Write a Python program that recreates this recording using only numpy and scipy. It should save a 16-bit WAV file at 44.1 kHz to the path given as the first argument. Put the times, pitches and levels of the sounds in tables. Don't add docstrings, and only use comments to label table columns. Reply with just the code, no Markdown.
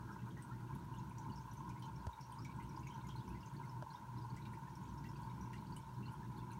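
import sys
import numpy as np
from scipy import signal
from scipy.fft import rfft, irfft, next_fast_len
from scipy.io import wavfile
from scipy.ndimage import uniform_filter1d, map_coordinates

SR = 44100
rng = np.random.default_rng(int(sys.argv[2]) if len(sys.argv) > 2 else 0)


def int16_out(signal):
    q = np.round(np.clip(np.atleast_2d(signal).T, -1, 1) * 32767)
    wavfile.write(sys.argv[1], SR, q.astype(np.int16))


N = 290619


def amp(db):
    return 10 ** (np.asarray(db) / 20)


def unit(x):
    return x / np.sqrt(np.mean(x ** 2) + 1e-20)


def along(points, hz):
    f, v = np.transpose(points)
    return np.interp(np.log(hz + 1), np.log(f + 1), v)


def filtered(x, response):
    m = next_fast_len(N + SR // 2)
    return irfft(rfft(x, m) * response(np.fft.rfftfreq(m, 1 / SR)), m)[:N]


def coloured(x, spectrum):
    return unit(filtered(x, lambda hz: amp(along(spectrum, hz))))


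def bandpassed(x, edges):
    return signal.sosfilt(signal.butter(2, edges, "bandpass", fs=SR, output="sos"), x)


def add(track, s, sound):
    part = track[max(round(s * SR), 0):][:len(sound)]
    part += sound[:len(part)]


def wobble(per_s):
    knots = rng.standard_normal(1024)
    return map_coordinates(knots, [np.arange(N) * per_s / SR], mode="wrap")


def bumps(rows, half_s):
    t = np.arange(N) / SR
    return sum(db * np.exp(-np.minimum(((t - s) / half_s) ** 2, 50)) for s, db in rows)


def resonance(f, hz, width):
    return 1j * f * width / (hz * hz - f * f + 1j * f * width)


# f/Hz, level/dB (relative density)
WASH_SPECTRUM = [(20, -53), (60, 10), (450, -4.5), (780, -3.5), (1200, -6.5), (1750, -9.5), (2600, -23.5),
                 (4000, -60)]
# f/Hz, level/dB (relative density)
HISS_SPECTRUM = [(1060, -25), (1800, -6.5), (2340, -3.5), (2560, -3), (4490, -5), (4910, -9), (5580, -5),
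                 (6600, -6), (7600, -10.5), (8900, -8), (9800, -10), (10450, -17), (10900, -11.5),
                 (13000, -12), (14350, -12), (14700, -25), (15050, -8), (15300, -17), (15750, -9.5)]


def background():
    wash = amp(-66.5) * coloured(rng.standard_normal(N), WASH_SPECTRUM)
    hiss = amp(-73.5) * coloured(rng.standard_normal(N), HISS_SPECTRUM)
    return wash + hiss


# t/s, ring level/dB, click level/dB, thump level/dB, sag of the bass level/dB
KNOCKS = [(2.068, -42.5, -47, -30, -12), (3.824, -42, -54, -45, -7.5)]
# f/Hz, level/dB (relative), t60/s
CASE_MODES = [(372, -13, 0.037), (460, -23, 0.03), (620, -2, 0.03), (730, -10, 0.028), (940, 7, 0.021),
              (1280, 2, 0.012), (1650, -7, 0.014)]
THUMP_HZ = 57.4
JOLT_DB, JOLT_T60, JOLT_LOW_HZ, JOLT_HIGH_HZ = -9.5, 0.071, 150, 620


def knocks():
    out, t = np.zeros(N), np.arange(SR // 6) / SR
    for s, ring_db, click_db, thump_db, _ in KNOCKS:
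        ring = np.zeros(len(t))
        for hz, db, t60 in CASE_MODES:
            ring += amp(db - 60 * t / t60) * np.sin(2 * np.pi * (hz * t + rng.random()))
        soft_onset = 1 - np.exp(-t / 0.0013)
        add(out, s, amp(ring_db) * ring * soft_onset)

        click = bandpassed(rng.standard_normal(len(t)), [1500, 6500])
        add(out, s, amp(click_db - 60 * t / 0.02) * click)

        shudder = unit(bandpassed(rng.standard_normal(len(t)), [JOLT_LOW_HZ, JOLT_HIGH_HZ]))
        add(out, s, amp(ring_db + JOLT_DB - 60 * t / JOLT_T60) * shudder)

        pitch = THUMP_HZ * (1 + 1.63 * np.exp(-t / 0.011))
        swell = (t / 0.015) * np.exp(1 - t / 0.0072)
        add(out, s, amp(thump_db) * swell * np.sin(2 * np.pi * np.cumsum(pitch) / SR))
    return out


SAG_FALL_S, SAG_HOLD_S, SAG_RETURN_S = 0.008, 0.14, 0.21


def sag():
    t = np.arange(N) / SR
    corners = np.cumsum([0, SAG_FALL_S, SAG_HOLD_S, SAG_RETURN_S])
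    return amp(sum(db * np.interp(t - s, corners, [0, 1, 1, 0]) for s, *_, db in KNOCKS))


# f/Hz, t60/s
ROOM_DECAY = [(200, 0.043), (2000, 0.12), (6000, 0.16), (14000, 0.0043)]
GLASS_DB, GLASS_T60, ROOM_DB = 0, 0.044, -3


def echoed(sound):
    t = np.arange(SR // 4) / SR
    glass = rng.standard_normal(len(t)) * amp(-60 * t / GLASS_T60)
    hz, s, z = signal.stft(rng.standard_normal(len(t)), SR, nperseg=256)
    decay = amp(-60 * s / along(ROOM_DECAY, hz)[:, None])
    tail = signal.istft(z * decay, SR, nperseg=256)[1][:len(t)]
    path = amp(GLASS_DB) * glass / np.linalg.norm(glass)
    path += amp(ROOM_DB) * tail / np.linalg.norm(tail)
    path[0] += 1
    return signal.fftconvolve(sound, path)


# t/s, level/dB
FLOW = [(0, -2), (.7, -2.5), (1.3, 0), (2.2, -.5), (3.2, 2), (4.05, -3), (4.4, 1), (5.1, 1.5), (6.59, 0)]
SPURT_DB, SPURTS_PER_S = 1.4, 9
STIR_DB, STIR_S = 66, 0.05


def outflow():
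    t = np.arange(N) / SR
    stir = np.zeros(N)
    for s, _, db in CLEAR_BUBBLES:
        stir += amp(2 * (db + STIR_DB)) * (t > s) * np.exp(-np.abs(t - s) / STIR_S)
    flow_s, flow_db = np.transpose(FLOW)
    level_db = np.interp(t, flow_s, flow_db) + SPURT_DB * wobble(SPURTS_PER_S)
    busy = np.cumsum(amp(2 * level_db) + stir)
    return busy / busy[-1]


LEVEL_SPREAD_DB = 0.5


def scattered(progress, low_hz, high_hz, db, count):
    when, size = rng.random((count, 2)).T
    times = np.searchsorted(progress, (np.arange(count) + when) / count) / SR
    levels = db + LEVEL_SPREAD_DB * rng.standard_normal(count)
    return list(zip(times, low_hz * (high_hz / low_hz) ** size, levels))


def plink(hz, cycles, rise):
    t = np.arange(SR // 20) / SR
    age = t * hz / cycles
    pitch = hz * (1 + rise * (np.minimum(age, 1) - 0.15))
    ring = np.sin(2 * np.pi * np.cumsum(pitch) / SR) * amp(-60 * age) * (1 - np.exp(-t * hz))
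    return ring / np.linalg.norm(ring)


def patter(times):
    out = np.zeros(N)
    for s, (smallness, weakness) in zip(times, rng.random((len(times), 2))):
        hz = 2100 * 5.81 ** smallness ** 1.2
        add(out, s, amp(-8 * smallness - 16.3 * weakness) * plink(hz, cycles=75, rise=0.48))
    return unit(echoed(out)[:N])


TRICKLE_DB = -79.5


def trickle(progress, count=4, size=420):
    spots = np.searchsorted(progress, rng.random((count, size))) / SR
    return amp(TRICKLE_DB) * unit(sum(patter(times) for times in spots))


# t/s, f/Hz (start), level/dB (relative)
BLURRED_SWELLS = [(.076, 1420, -69.5), (.096, 1350, -66.5), (0.506, 1353, -67.5), (1.041, 1410, -74),
                  (2.366, 1017, -68), (2.385, 1130, -71), (2.407, 1265, -72), (4.035, 1465, -74),
                  (5.428, 1384, -75)]
WAVER, WAVERS_PER_S = 0.07, 260


def blurred_swells():
    out, t = np.zeros(N), np.arange(SR // 8) / SR
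    swell = (t / 0.005) ** 2 * np.exp(2 * (1 - t / 0.01))
    for s, hz, db in BLURRED_SWELLS:
        pitch = hz * (1 + 3.44 * t + WAVER * wobble(WAVERS_PER_S)[:len(t)])
        tone = swell * np.sin(2 * np.pi * np.cumsum(pitch) / SR)
        add(out, s, amp(db - 3.5) * echoed(tone))
    return out


# t/s, level/dB (relative), f/Hz (centre), spread/octaves (each way)
SHARP_DROPLETS = [(0.4226, -48.5, 8600, 0.12), (.75, -55.5, 11400, 0.2), (.847, -63, 12200, .2),
                  (1.095, -61, 9400, .2), (1.183, -51.5, 6800, 0.19), (1.533, -55.5, 10050, 0.38),
                  (1.693, -52, 5760, 0.74), (1.796, -59, 9400, .15), (1.822, -50.5, 3740, 0.55),
                  (2.209, -61, 9550, .5), (2.321, -52.5, 8940, 0.074), (2.447, -49, 5070, 0.59),
                  (2.562, -61, 8140, .1), (2.626, -57, 8500, 0.11), (2.691, -63, 10000, .6),
                  (2.871, -49.5, 6140, 0.16), (3.069, -60, 10500, .55), (3.087, -51.5, 5040, .92),
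                  (3.161, -61, 9500, .6), (3.289, -58, 10300, 0.23), (3.537, -60, 8950, 0.17),
                  (4.365, -53.5, 5970, 0.5), (4.452, -55, 3400, .5), (4.529, -61, 9250, .2),
                  (4.754, -59, 7000, .7), (5.041, -55, 3440, 0.86), (5.064, -61, 13000, .12),
                  (5.22, -58, 8240, .55), (5.41, -64, 12400, 0.12), (5.531, -53, 4500, 1.1),
                  (5.763, -46, 9000, 0.27), (6.12, -59, 10700, .3), (6.134, -60, 9600, 0.28),
                  (6.382, -61, 11860, .25), (6.516, -56, 9500, .22)]
SPRAY_DB, SPRAY_LOW_HZ, SPRAY_HIGH_HZ, SPRAY_OCTAVES = -63, 9000, 14500, 0.49
SLAP_T60, CRACK_DB = 0.013, -3
SPLASH_DB, SPLASH_T60 = 2, 0.11


def droplets(progress):
    out, t = np.zeros(N), np.arange(SR // 10) / SR
    fine = scattered(progress, SPRAY_LOW_HZ, SPRAY_HIGH_HZ, SPRAY_DB, count=10)
    spray = [(s, db, hz, SPRAY_OCTAVES) for s, hz, db in fine]
    for s, db, hz, spread in [*SHARP_DROPLETS, *spray]:
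        edges = np.clip([hz / 2 ** spread, hz * 2 ** spread], 100, SR / 2 - 100)
        slap = unit(rng.standard_normal(len(t)) * amp(-60 * t / SLAP_T60))
        fizz = unit(rng.standard_normal(len(t)) ** 3 * amp(-60 * t / SPLASH_T60))
        ring = bandpassed(slap + amp(SPLASH_DB) * fizz, edges)
        tick = echoed(unit(ring) + amp(CRACK_DB) * slap)
        add(out, s, amp(db + 13.5) * tick / np.linalg.norm(tick))
    return out


# t/s, f/Hz, level/dB (relative)
CLEAR_BUBBLES = [(0.121, 5500, -73), (0.188, 2680, -72), (0.304, 3270, -72.5), (0.369, 1883, -62.5),
                 (0.52, 1820, -67.5), (0.939, 2910, -68.5), (0.964, 3530, -71.5), (.984, 6520, -70.5),
                 (1.108, 2470, -71.5), (1.182, 5800, -67), (1.297, 2930, -69.5), (1.32, 4530, -68),
                 (1.359, 5560, -67), (1.376, 5300, -68), (1.412, 6400, -73), (1.513, 5880, -69.5),
                 (1.57, 6260, -68.5), (1.7, 2410, -68.5), (1.76, 2140, -69.5), (1.824, 3110, -66.5),
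                 (1.83, 4070, -70), (1.846, 3100, -69), (1.855, 6650, -72.5), (1.959, 5520, -70.5),
                 (2.131, 3810, -67.5), (2.209, 5500, -64.5), (2.226, 4500, -71), (2.421, 5530, -69),
                 (2.324, 3170, -69.5), (2.387, 5100, -66), (2.45, 2310, -62), (2.495, 2340, -67),
                 (2.599, 2124, -65), (2.691, 5360, -71), (2.762, 4950, -68), (2.792, 6650, -72),
                 (2.832, 2680, -71), (2.869, 2254, -61), (2.906, 3120, -67), (2.922, 3140, -70),
                 (2.943, 5970, -71.5), (2.944, 3110, -71), (3.009, 3700, -71.5), (3.046, 2110, -68),
                 (3.07, 6840, -70.5), (3.092, 3240, -64.5), (3.111, 3200, -67), (3.161, 4140, -64.5),
                 (3.299, 2600, -70.5), (3.345, 2044, -66), (3.205, 3480, -72), (3.278, 5400, -72.5),
                 (3.406, 5140, -71.5), (3.429, 2830, -68), (3.46, 6360, -67.5), (3.546, 1830, -70),
                 (3.565, 4460, -69), (3.632, 2130, -67), (3.694, 5370, -68), (3.904, 4180, -66.5),
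                 (3.933, 5540, -70), (3.939, 3350, -73), (3.957, 3730, -67.5), (4.172, 4110, -73),
                 (4.184, 5380, -71), (4.217, 4780, -72), (4.302, 4560, -70), (4.369, 2060, -65.5),
                 (4.42, 3840, -70.5), (4.454, 2400, -68), (4.457, 3800, -70), (4.535, 2054, -64),
                 (4.671, 1800, -66.5), (4.754, 5450, -70), (4.833, 6800, -73), (4.888, 6200, -73),
                 (4.978, 5470, -71), (5.044, 1956, -64), (5.053, 2750, -69.5), (5.089, 5390, -68.5),
                 (5.157, 2600, -71), (5.162, 4620, -72), (5.232, 4500, -72), (5.297, 3830, -72),
                 (5.41, 5900, -69), (5.532, 2810, -64.5), (5.533, 2020, -60.5), (5.58, 4230, -72),
                 (5.668, 4540, -71), (5.722, 4600, -66.5), (5.766, 3030, -64.5), (6.027, 2740, -68),
                 (6.057, 4300, -65.5), (6.081, 2960, -68.5), (6.229, 1770, -66.5), (6.369, 4370, -70.5),
                 (6.387, 3520, -71), (6.508, 4080, -70.5), (6.515, 2440, -69), (6.532, 6240, -69.5)]
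STRAY_DB, STRAY_LOW_HZ, STRAY_HIGH_HZ = -78.5, 2770, 6500


def bubbles(progress, count=4):
    out = np.zeros(N)
    strays = scattered(progress, STRAY_LOW_HZ, STRAY_HIGH_HZ, STRAY_DB, count=20)
    for s, hz, db in [*CLEAR_BUBBLES, *strays]:
        burst = np.zeros(SR // 8)
        add(burst, 0, plink(hz, cycles=140, rise=0.14))
        for delay, size in rng.random((count, 2)):
            small = plink(hz * 2 ** (0.386 * size - 0.15), cycles=79, rise=0.2)
            add(burst, 0.055 * delay ** 2, amp(-5.5 - 14.6 * delay) * small)
        burst = echoed(burst)
        add(out, s, amp(db + 28.5) * burst / np.linalg.norm(burst))
    return out


# f/Hz, width/Hz, level/dB (against the direct splash)
HOOD_MODES = [(1958, 31, -5), (2080, 25, -7.5), (2280, 16, 6), (2737, 17, 3.5), (2980, 19, -0.5),
              (3250, 10, 0)]
GLINT_HZ, GLINT_WIDTH_HZ, GLINT_DB = 5710, 120, -3


def under_hood(water):
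    cavity = [*HOOD_MODES, (GLINT_HZ, GLINT_WIDTH_HZ, GLINT_DB)]
    return filtered(water, lambda f: 1 + sum(amp(db) * resonance(f, hz, w) for hz, w, db in cavity))


# f/Hz, width/Hz (each way, to half amplitude), level/dB (relative)
TANK_MODES = [(63.1, 7.6, -3.5), (112.5, 13.2, -2.5), (122.5, 5.1, 3.5), (141.5, 5.8, 2), (178, 31, -7),
              (198, 23, -8.5), (252, 19, -12.5), (321.9, 25.8, -13), (366, 17, -18.5), (428, 11, -22)]
# t/s, level/dB (relative)
RUMBLE_BUMPS = [(.207, -4), (.251, 3), (.334, -0.5), (.455, -5.5), (.548, 1.5), (.747, 5.5), (1.01, 4.5),
                (1.288, 5), (1.486, -5), (2.05, -3), (2.215, 8.5), (2.599, 3.5), (2.958, -4), (3.182, 3),
                (3.315, 4), (3.445, -4.5), (3.786, 1), (3.87, -4), (4.183, 5), (4.32, 2), (4.378, -4),
                (4.539, 2), (4.584, -3.5), (4.692, -6.5), (5.253, 0), (5.409, 2), (5.844, -7.5), (6.006, 6),
                (6.144, -6), (6.414, 2)]
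RUMBLE_BUMP_S = 0.026
RUMBLE_DB, SURGE_DB, SURGES_PER_S = -49.5, 1.08, 26


def churn():
    def modes(f):
        return np.sqrt(sum(amp(2 * db) / (1 + ((f - hz) / w) ** 2) ** 2 for hz, w, db in TANK_MODES))

    rumble = unit(filtered(rng.standard_normal(N), modes))
    power = np.abs(uniform_filter1d(rumble ** 2, size=SR // 9))
    evened = rumble / np.sqrt(power + 0.13)
    level_db = RUMBLE_DB + bumps(RUMBLE_BUMPS, RUMBLE_BUMP_S) + SURGE_DB * wobble(SURGES_PER_S)
    return sag() * amp(level_db) * evened


MAINS_HZ = 60
# multiple of the mains, level/dB (rms, before the sag)
HUM_LINES = [(1, -73.5), (2, -63), (3, -67.5), (4, -79), (5, -77.5), (6, -78.5)]
# multiple of the mains, level/dB (rms)
WHINE_LINES = [(10, -89.5), (16, -71.5), (22, -93)]


def motor():
    turns = MAINS_HZ * np.arange(N) / SR

    def line(k, db):
        return amp(db) * np.sqrt(2) * np.sin(2 * np.pi * (k * turns + rng.random()))

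    return sag() * sum(line(k, db) for k, db in HUM_LINES) + sum(line(k, db) for k, db in WHINE_LINES)


# f/Hz, level/dB (relative density)
HOUSING_SPECTRUM = [(740, -47), (812, -22), (842, -2), (862, -8.5), (895, 2.5), (930, -0.5), (985, 1),
                    (1010, -1.5), (1035, -4), (1080, -3), (1120, -24.5), (1200, -48.5)]
# f/Hz, level/dB (relative density)
LID_SPECTRUM = [(1120, -18.5), (1220, -3), (1258, -4), (1292, 0), (1350, -9.5), (1410, 7), (1440, -3.5),
                (1485, 5), (1555, -6), (1585, -3.5), (1622, 4), (1680, -34), (1800, -33)]
# t/s, level/dB (against the usual rattle)
CLACKS = [(.083, 9), (0.165, 15.5), (.701, 7), (.761, 12), (1.184, 7), (1.339, 10), (2.095, 12), (2.3, 4.5),
          (2.551, -4), (2.777, 15), (3.157, 11.5), (3.281, 9.5), (3.602, 7), (3.725, 6), (3.871, 10),
          (3.894, 11), (3.95, 11), (4.251, 9.5), (4.292, 10), (4.345, 8.5), (4.576, 11), (4.816, 11.5),
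          (5.276, 6), (5.411, 5), (5.509, 10.5), (6.25, 4)]
# t/s, level/dB (against the usual rattle)
RATTLE_SWELLS = [(.009, 2.5), (.11, 3.5), (.236, -4), (.29, 3.5), (.347, -20), (.46, 1.5), (.556, -5.5),
                 (.661, -2), (.703, 5.5), (.873, -5), (1.142, -6.5), (1.278, 1.5), (1.556, -7.5),
                 (1.682, 5), (1.809, -6), (1.943, -3.5), (2.238, -12), (2.452, -9), (2.856, -6), (2.963, 5),
                 (3.386, -4.5), (3.569, -4.5), (3.618, 2.5), (4.256, 1), (4.426, -2), (4.864, -2),
                 (5.425, 4.5), (5.674, -6), (5.787, -3), (6.045, -6), (6.124, 2.5), (6.28, -4.5)]
SWELL_S = 0.021
CLACK_DB = 21
SLIP_DB, SLIP_LEAD_S, SLIP_S = -3.5, 0.014, 0.006
WANDER_DB, WANDERS_PER_S, STRIKE_SCATTER_DB = 0.95, 22, 1.18
HOUSING_DB, LID_DB = -57, -70
HOUSING_START_DB, LID_START_DB, SETTLE_S = -5.5, 4.5, 0.96


def rattle():
    t = np.arange(N) / SR
    stroke = 2 * MAINS_HZ * t
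    strikes = amp(STRIKE_SCATTER_DB * rng.standard_normal(int(stroke[-1]) + 1))
    force = strikes[stroke.astype(int)]
    slips = bumps([(s - SLIP_LEAD_S, SLIP_DB) for s, _ in CLACKS], SLIP_S)
    drift = amp(bumps(RATTLE_SWELLS, SWELL_S) + slips + WANDER_DB * wobble(WANDERS_PER_S))
    contact = force * drift * (0.5 + np.exp(-(stroke % 1) / 0.12))
    blows = unit(contact * rng.standard_normal(N))
    for s, db in CLACKS:
        add(blows, s, amp([CLACK_DB + db]))
    buzz = contact * rng.standard_normal(N)
    unsettled = np.maximum(1 - t / SETTLE_S, 0)
    housing = amp(HOUSING_DB + HOUSING_START_DB * unsettled) * coloured(blows, HOUSING_SPECTRUM)
    lid = amp(LID_DB + LID_START_DB * unsettled) * coloured(buzz, LID_SPECTRUM)
    return housing + lid


def pump():
    return motor() + rattle()


def scene():
    progress = outflow()
    water = trickle(progress) + blurred_swells() + droplets(progress) + bubbles(progress)
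    return (background() + knocks() + under_hood(water) + churn() + pump())[None]


TOP_HZ = 15780


def record(dry):
    return np.array([filtered(channel, lambda hz: hz < TOP_HZ) for channel in dry])


dry = scene()
out = record(dry)
int16_out(out)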